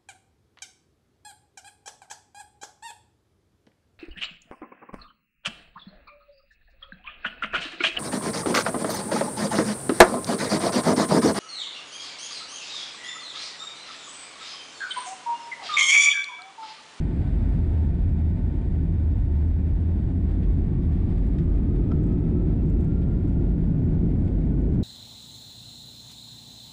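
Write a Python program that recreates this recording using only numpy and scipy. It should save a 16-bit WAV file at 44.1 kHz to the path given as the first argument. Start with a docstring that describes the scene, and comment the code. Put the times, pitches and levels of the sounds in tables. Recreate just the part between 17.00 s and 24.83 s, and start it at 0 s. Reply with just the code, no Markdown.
"""In the cabin of an airliner, at a window seat, the take-off run begins.
The fans' blade tones whine upward; exhaust roar and a rush of air are filtered turbulence that swells.
The fuselage is turbulence exciting two low resonances and a higher drone over a broad rumble.
Cabin air hisses, pump tones and a blower's wavering whistle sink away, and trim ticks are short noise
bursts. A seat fitting squeaks with a short tone of jittering pitch, then clicks and thumps as modes."""
import sys
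import numpy as np
from scipy import signal
from scipy.fft import next_fast_len
from scipy.io import wavfile
from scipy.ndimage import uniform_filter1d, minimum_filter1d

SR = 44100
rng = np.random.default_rng(int(sys.argv[2]) if len(sys.argv) > 2 else 0)


def generate_wav(signal):
    """Clip the signal to [-1, 1] and save it as 16-bit WAV at the path in sys.argv[1]."""
    frames = np.transpose(np.atleast_2d(signal))
    scaled = np.clip(frames, -1, 1) * 32767
    pcm = np.round(scaled).astype(np.int16)
    wavfile.write(sys.argv[1], SR, pcm)


N = 345303
T = np.arange(N) / SR  # time, s

# Spectral densities of turbulence, each rescaled as a whole: frequency_hz, relative_level_db (per Hz)
RUMBLE_COLOUR = [(8, -21.5), (18, -8.5), (27, -3), (36, -4.5), (60, -3.5), (90, 0), (112, -0.5),
                 (137, -4.5), (155, -6), (182, -4), (210, -13.5), (300, -33)]
ROAR_COLOUR = [(150, -15.5), (215, 1), (290, -0.5), (328, -6), (352, -3.5), (375, -7.5), (402, -15),
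               (435, -13), (485, -26), (520, -24.5), (560, -29), (700, -45.5)]
RUSH_COLOUR = [(300, -7.5), (500, 1), (680, 2), (760, -8), (880, -6), (1100, -19), (1700, -21.5),
               (2300, -22), (3000, -39)]
AIR_COLOUR = [(300, 6), (680, 13), (950, 3.5), (1150, -1.5), (1900, -0.5), (2450, -5), (2900, -9.5),
              (3700, -10), (4050, -14.5), (4900, -16.5), (5900, -29), (7900, -20), (9600, -31.5),
              (12500, -35), (15000, -49)]
# Bright snap of the plastic trim: frequency_hz, relative_level_db (per Hz)
SNAP_COLOUR = [(3000, -25), (5700, -14), (6900, -1), (8400, 0), (9300, -15), (12000, -24)]

# Upper hull boom: time_s, level_db
UPPER_BOOM = [(0, -29.5), (.3, -29), (1.05, -21.5), (1.5, -27.5), (2.25, -20.5), (3.3, -26), (4.1, -26.5),
              (4.75, -29), (5.2, -25.5), (6.4, -29.5), (7.1, -28), (7.83, -22)]
# Hull drone: time_s, level_db
DRONE = [(0, -34.5), (1.62, -42), (1.8, -26.5), (2.0, -39), (3.55, -38), (3.78, -28.5), (4.1, -33.5),
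         (4.65, -34.5), (5.0, -26), (5.4, -31), (6.05, -31), (6.4, -26), (7.0, -25.5), (7.5, -36),
         (7.83, -27)]
# Broad rumble, which surges as full thrust arrives: time_s, level_db
RUMBLE = [(0, -27), (3.0, -27.5), (4.0, -23.5), (4.7, -22.5), (5.1, -20), (5.6, -21.5), (6.6, -22),
          (7.2, -22), (7.83, -20.5)]
# Lower hull boom: level at zero thrust (dB), rise per unit of thrust (dB)
LOWER_BOOM_DB, LOWER_BOOM_GROWTH_DB = -26, 1.7

# Thrust climbs steeply with fan speed, then levels off: blade_passing_hz, thrust_0_to_1
THRUST_LAW = [(1050, 0.09), (1295, 0.94), (1512, 0.95)]
# Exhaust roar: level at zero thrust (dB), rise per unit of thrust (dB)
ROAR_DB, ROAR_GROWTH_DB = -36, 7.5
# Rush of air and spray: level at rest (dB), start of the roll (s), growth (dB per s)
RUSH_DB, ROLL_S, RUSH_DB_PER_S = -59.5, 2.8, 1.94

# Fan spool-up: time_s, near_fan_blade_passing_hz
FAN_SPEED = [(0, 993), (1.6, 1008), (2.7, 1042), (3.5, 1103), (4.0, 1172), (4.6, 1243), (5.1, 1297),
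             (5.5, 1339), (6.2, 1409), (7.0, 1467), (7.83, 1490)]
# Whine: time_s, near_fan_level_db, far_fan_level_db, far_fan_octave_level_db
WHINE = [(0, -78, -84, -88), (2.3, -75, -81, -83), (3.1, -72, -79, -83), (3.8, -68.5, -71, -84),
         (4.25, -70.5, -71.5, -85), (4.6, -64, -66.5, -85), (4.8, -71, -71, -78), (5.15, -66, -66.5, -74.5),
         (5.6, -68.5, -70, -75), (6.3, -66, -73, -86), (6.7, -68, -75, -87), (7.1, -73, -74.5, -87),
         (7.83, -71, -75, -82)]
FAR_FAN_RATIO = 0.981  # far fan's pitch relative to the near one

# Blower: pitch before switch-off (Hz), level (dB)
BLOWER_HZ, BLOWER_DB = 1850, -75.5
# Switch-off (s), time constant of coasting (s), fading while coasting (dB per s)
BLOWER_OFF_S, BLOWER_COAST_S, BLOWER_FADE_DB_PER_S = 3.9, 5.5, 4

# Cabin air hiss: time_s, level_db
AIR = [(0, -47.8), (.25, -48.3), (.45, -49.8), (.75, -50), (1.1, -52.2), (2.0, -52.8), (3.3, -53.1),
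       (4.2, -52.2), (5.7, -54.3), (7.83, -55)]
# Thin pump tones: pitch_hz, width_hz, level_db (before the common gain below), steadiness_0_to_1
PUMP_TONES = [(895, 8, -64, .55), (1505, 26, -71.3, .4), (1860, 80, -76, .3), (2290, 50, -79, .3),
              (2430, 60, -77, .3), (3591, 8, -81, .7), (4490, 12, -92, .5)]
# Common gain of the pump tones: at the start (dB), fading (dB per s)
PUMP_GAIN_DB, PUMP_FADE_DB_PER_S = 3.5, 1.9

# Loudest trim ticks: start_s, level_db (before the rise), body_relative_to_snap_db, decay_s
TICKS = [(3.310, -69, 13, .007), (3.421, -78.5, 23, 0.028), (3.820, -75, 18, .022),
         (3.915, -75.5, 16, 0.046), (4.175, -71, 13.5, .013), (4.268, -65, 2, .004),
         (4.384, -65, 17.5, .008), (4.396, -71, 9, .005), (4.756, -71, 14, .009), (5.035, -60, -3, .0039),
         (5.069, -64, -4, .0043), (5.660, -65, -1, 0.004), (5.697, -63.5, 3, .0055),
         (5.807, -63.5, -2, .005), (5.843, -61, 0, .004), (5.879, -68, 0, .004), (6.015, -81, 23, .022),
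         (6.278, -62, -9.5, .004), (7.203, -68, -4, .005), (7.244, -63, -13, .0039),
         (7.273, -71, 15, 0.013), (7.615, -63, -9, .0034), (7.738, -69, 9, .011)]
# Resonances of a trim panel: frequency_hz, width_hz, relative_level_db
PANEL_MODES = [(1760, 600, 2), (2480, 1000, -1), (3350, 900, -1.5), (4800, 1300, -10)]

# One short creak of a seat fitting: peak_time_s, pitch_hz, peak_db
CREAK = (4.9175, 1325, -41)
# Release click and landing thump of the fitting: start_s, gain_db, contact_softness_s
KNOCKS = [(4.9173, 0, .00002), (4.9204, 9, .0003)]
# Modes of the fitting: frequency_hz, level_db (before contact and rise), t60_s
FITTING_MODES = [(420, -43, .04), (680, -40, .025), (930, -47, .02), (1250, -43, .02), (2310, -43, .016),
                 (3200, -44, .012), (3780, -51, .01), (5330, -49, .009), (6500, -56, .008)]

TOP_HZ = 15400  # upper edge of the passband


def undb(db):
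    """Logarithmic level: decibels to amplitude gain."""
    return 10 ** (np.asarray(db) / 20)


def unit(x):
    """Normalization: scale to rms 1."""
    return x / np.sqrt(np.mean(np.abs(x) ** 2))


def curves(table):
    """Linear interpolation: each column of a table with time first, sample by sample."""
    times, *columns = np.transpose(table)
    return [np.interp(T, times, column) for column in columns]


def noise(gain):
    """Spectral shaping: complex Gaussian noise weighted by gain(Hz); either part has about rms 1."""
    size = next_fast_len(N)
    hz = np.arange(1, size // 2) * SR / size
    draw = rng.standard_normal((len(hz), 2)) @ np.array([1, 1j])
    spectrum = np.append(0, draw * gain(hz))  # positive frequencies only
    return unit(np.fft.ifft(spectrum, size)[:N]) * np.sqrt(2)


def coloured(points):
    """Turbulence spectrum: noise with a given colour that falls away steeply above the last point."""
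    points_hz, points_db = np.transpose(points)

    def gain(hz):
        colour_db = np.interp(np.log(hz), np.log(points_hz), points_db)
        return undb(colour_db) / (1 + (hz / points_hz[-1] / 2) ** 4)

    return noise(gain).real


def ringing(centre_hz, width_hz, steady=0):
    """Resonance under random excitation: narrow-band noise beats; steady 0-1 evens out its envelope."""
    z = noise(lambda hz: 1 / (1 + ((hz ** 2 - centre_hz ** 2) / (hz * width_hz)) ** 2))
    return unit(z.real / (np.abs(z) + 0.88) ** np.clip(steady, 0, 1))


def walk(rate_hz):
    """Low-pass random fluctuation: smooth chance with a spread of about 1."""
    return noise(lambda hz: np.exp(-(hz / rate_hz) ** 2)).real


def fuselage(thrust, surge_db=1.0, lower_surge_db=3.0, upper_surge_db=1.1, drone_surge_db=2.5):
    """Structural resonance: two low hull booms and a lumpy drone stand over broad-band rumble."""
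    upper_db, = curves(UPPER_BOOM)
    drone_db, = curves(DRONE)
    rumble_db, = curves(RUMBLE)
    lower_db = LOWER_BOOM_DB + LOWER_BOOM_GROWTH_DB * thrust
    lower = ringing(48.2, width_hz=16, steady=0.31) * undb(lower_db + lower_surge_db * walk(11.0))
    upper = ringing(78.6, width_hz=8, steady=0.95) * undb(upper_db + upper_surge_db * walk(12))
    drone = ringing(158, width_hz=24, steady=0.57) * undb(drone_db + drone_surge_db * walk(7.6))
    rumble = coloured(RUMBLE_COLOUR) * undb(rumble_db + surge_db * walk(10))
    return lower + upper + drone + rumble


def exhaust(thrust, flutter_db=-0.2, swell_db=1.07):
    """Jet mixing noise: roar dulled by the cabin wall grows with thrust, a lighter rush with the run."""
    roar_db = ROAR_DB + ROAR_GROWTH_DB * thrust + flutter_db * walk(28) + swell_db * walk(1.1)
    roar = coloured(ROAR_COLOUR) * undb(roar_db)
    rush_db = RUSH_DB + RUSH_DB_PER_S * np.maximum(T - ROLL_S, 0)
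    return roar + coloured(RUSH_COLOUR) * undb(rush_db)


def blade_tone(hz, waver=0.0028, clean=1.6):
    """Blade passing in uneven inflow: random pitch and complex-amplitude modulation of a tone."""
    phase = 2 * np.pi * np.cumsum(hz * (1 + waver * walk(16))) / SR
    inflow = clean + noise(lambda f: np.exp(-(f / 20) ** 2))
    return unit((inflow * np.exp(1j * phase)).real)


def fans(fan_hz):
    """Beating: two climbing blade tones of slightly different pitch, with the far fan's octave."""
    near_db, far_db, octave_db = curves(WHINE)
    far_hz = FAR_FAN_RATIO * fan_hz
    near = blade_tone(fan_hz) * undb(near_db)
    far = blade_tone(far_hz) * undb(far_db)
    octave = blade_tone(2 * far_hz) * undb(octave_db)
    return near + far + octave


def blower(unsteady=0.015):
    """Exponential run-down: a rough whistle holds its mean pitch, then sinks and fades."""
    late_s = np.maximum(T - BLOWER_OFF_S, 0)
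    hz = BLOWER_HZ * np.exp(-late_s / BLOWER_COAST_S) * (1 + unsteady * walk(50))
    whistle = unit(np.sin(2 * np.pi * np.cumsum(hz) / SR))
    return whistle * undb(BLOWER_DB - BLOWER_FADE_DB_PER_S * late_s)


def cabin(flutter_db=1.0):
    """Flow noise and narrow-band tones: air conditioning hiss settles, thin pump tones sink away."""
    air_db, = curves(AIR)
    hiss = coloured(AIR_COLOUR) * undb(air_db + flutter_db * walk(21))
    tones = sum(undb(db) * ringing(hz, width, steady) for hz, width, db, steady in PUMP_TONES)
    return hiss + tones * undb(PUMP_GAIN_DB - PUMP_FADE_DB_PER_S * T)


def trim(rise_share=0.17, faint_decay_s=0.004, count=40):
    """Stick-slip friction: panels slip in gritty ticks, each a bright snap with a duller resonant body."""
    # The square root makes faint ticks more frequent as the run goes on.
    faint = [(T[-1] * np.sqrt(a), -79 + 8 * b, 10 * c - 3, faint_decay_s)
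             for a, b, c in rng.random((count, 3))]
    snap, body = np.zeros((2, N))
    for start_s, db, body_db, decay_s in TICKS + faint:
        first = int(start_s * SR)
        span = slice(first, first + SR // 5)
        age = np.maximum(T[span] - start_s, 0)
        rise = 1 - np.exp(-age / (rise_share * decay_s))
        slip = undb(db) * rise * np.exp(-age / decay_s)
        snap[span] += slip
        body[span] += slip * undb(body_db)
    panel = unit(sum(undb(db) * ringing(hz, width) for hz, width, db in PANEL_MODES))
    return snap * coloured(SNAP_COLOUR) + body * panel


def creak(swell_s=0.0046, fade_s=0.011):
    """Frictional squeal: a slipping fitting gives a brief tone, scratchy from random pitch modulation."""
    peak_s, hz, db = CREAK
    envelope = np.exp(-np.maximum((peak_s - T) / swell_s, (T - peak_s) / fade_s))
    phase = 2 * np.pi * np.cumsum(hz * (1 + 0.053 * walk(530))) / SR
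    return undb(db) * envelope * np.sin(phase)


def knocks(rise_s=0.00047):
    """Modal impact: the fitting clicks, then thumps; softer contact excites the high modes less."""
    out = np.zeros(N)
    for start_s, db, soft_s in KNOCKS:
        first = int(start_s * SR)
        span = slice(first, first + SR // 10)
        age = np.maximum(T[span] - start_s, 0)
        rise = 1 - np.exp(-age / rise_s)
        for hz, mode_db, t60_s in FITTING_MODES:
            push = undb(db + mode_db) / (1 + (np.pi * hz * soft_s) ** 4)
            decay = np.exp(-np.log(1000) * age / t60_s)
            out[span] += push * rise * decay * np.sin(2 * np.pi * hz * age)
    return out


def scene():
    """Superposition: all sources add at the seat; fan speed sets the thrust."""
    fan_hz, = curves(FAN_SPEED)
    thrust = np.interp(fan_hz, *np.transpose(THRUST_LAW))
    engines = fuselage(thrust) + exhaust(thrust) + fans(fan_hz)
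    interior = blower() + cabin() + trim() + creak() + knocks()
    return (engines + interior)[None]


def record(dry, ceiling_db=-16, split_hz=250, hold_s=0.02):
    """Peak limiting and low-pass filtering: the camera holds down bass peaks and cuts the top."""
    bass = signal.sosfiltfilt(signal.butter(4, split_hz, fs=SR, output="sos"), dry)
    size = int(hold_s * SR)
    gain = np.minimum(1, undb(ceiling_db) / (np.abs(bass) + 1e-9))
    gain = minimum_filter1d(gain, size)
    gain = uniform_filter1d(uniform_filter1d(gain, size // 2), size // 2)
    limited = dry - bass + undb(0.99) * gain * bass  # the bass is lifted by 0.99 dB
    edges = np.minimum(1, np.minimum(T, T[-1] - T) / 0.003)  # 3 ms fades at both ends
    low_pass = signal.ellip(8, 0.2, 70, TOP_HZ, fs=SR, output="sos")
    return signal.sosfilt(low_pass, limited * edges)


dry = scene()
out = record(dry)
generate_wav(out)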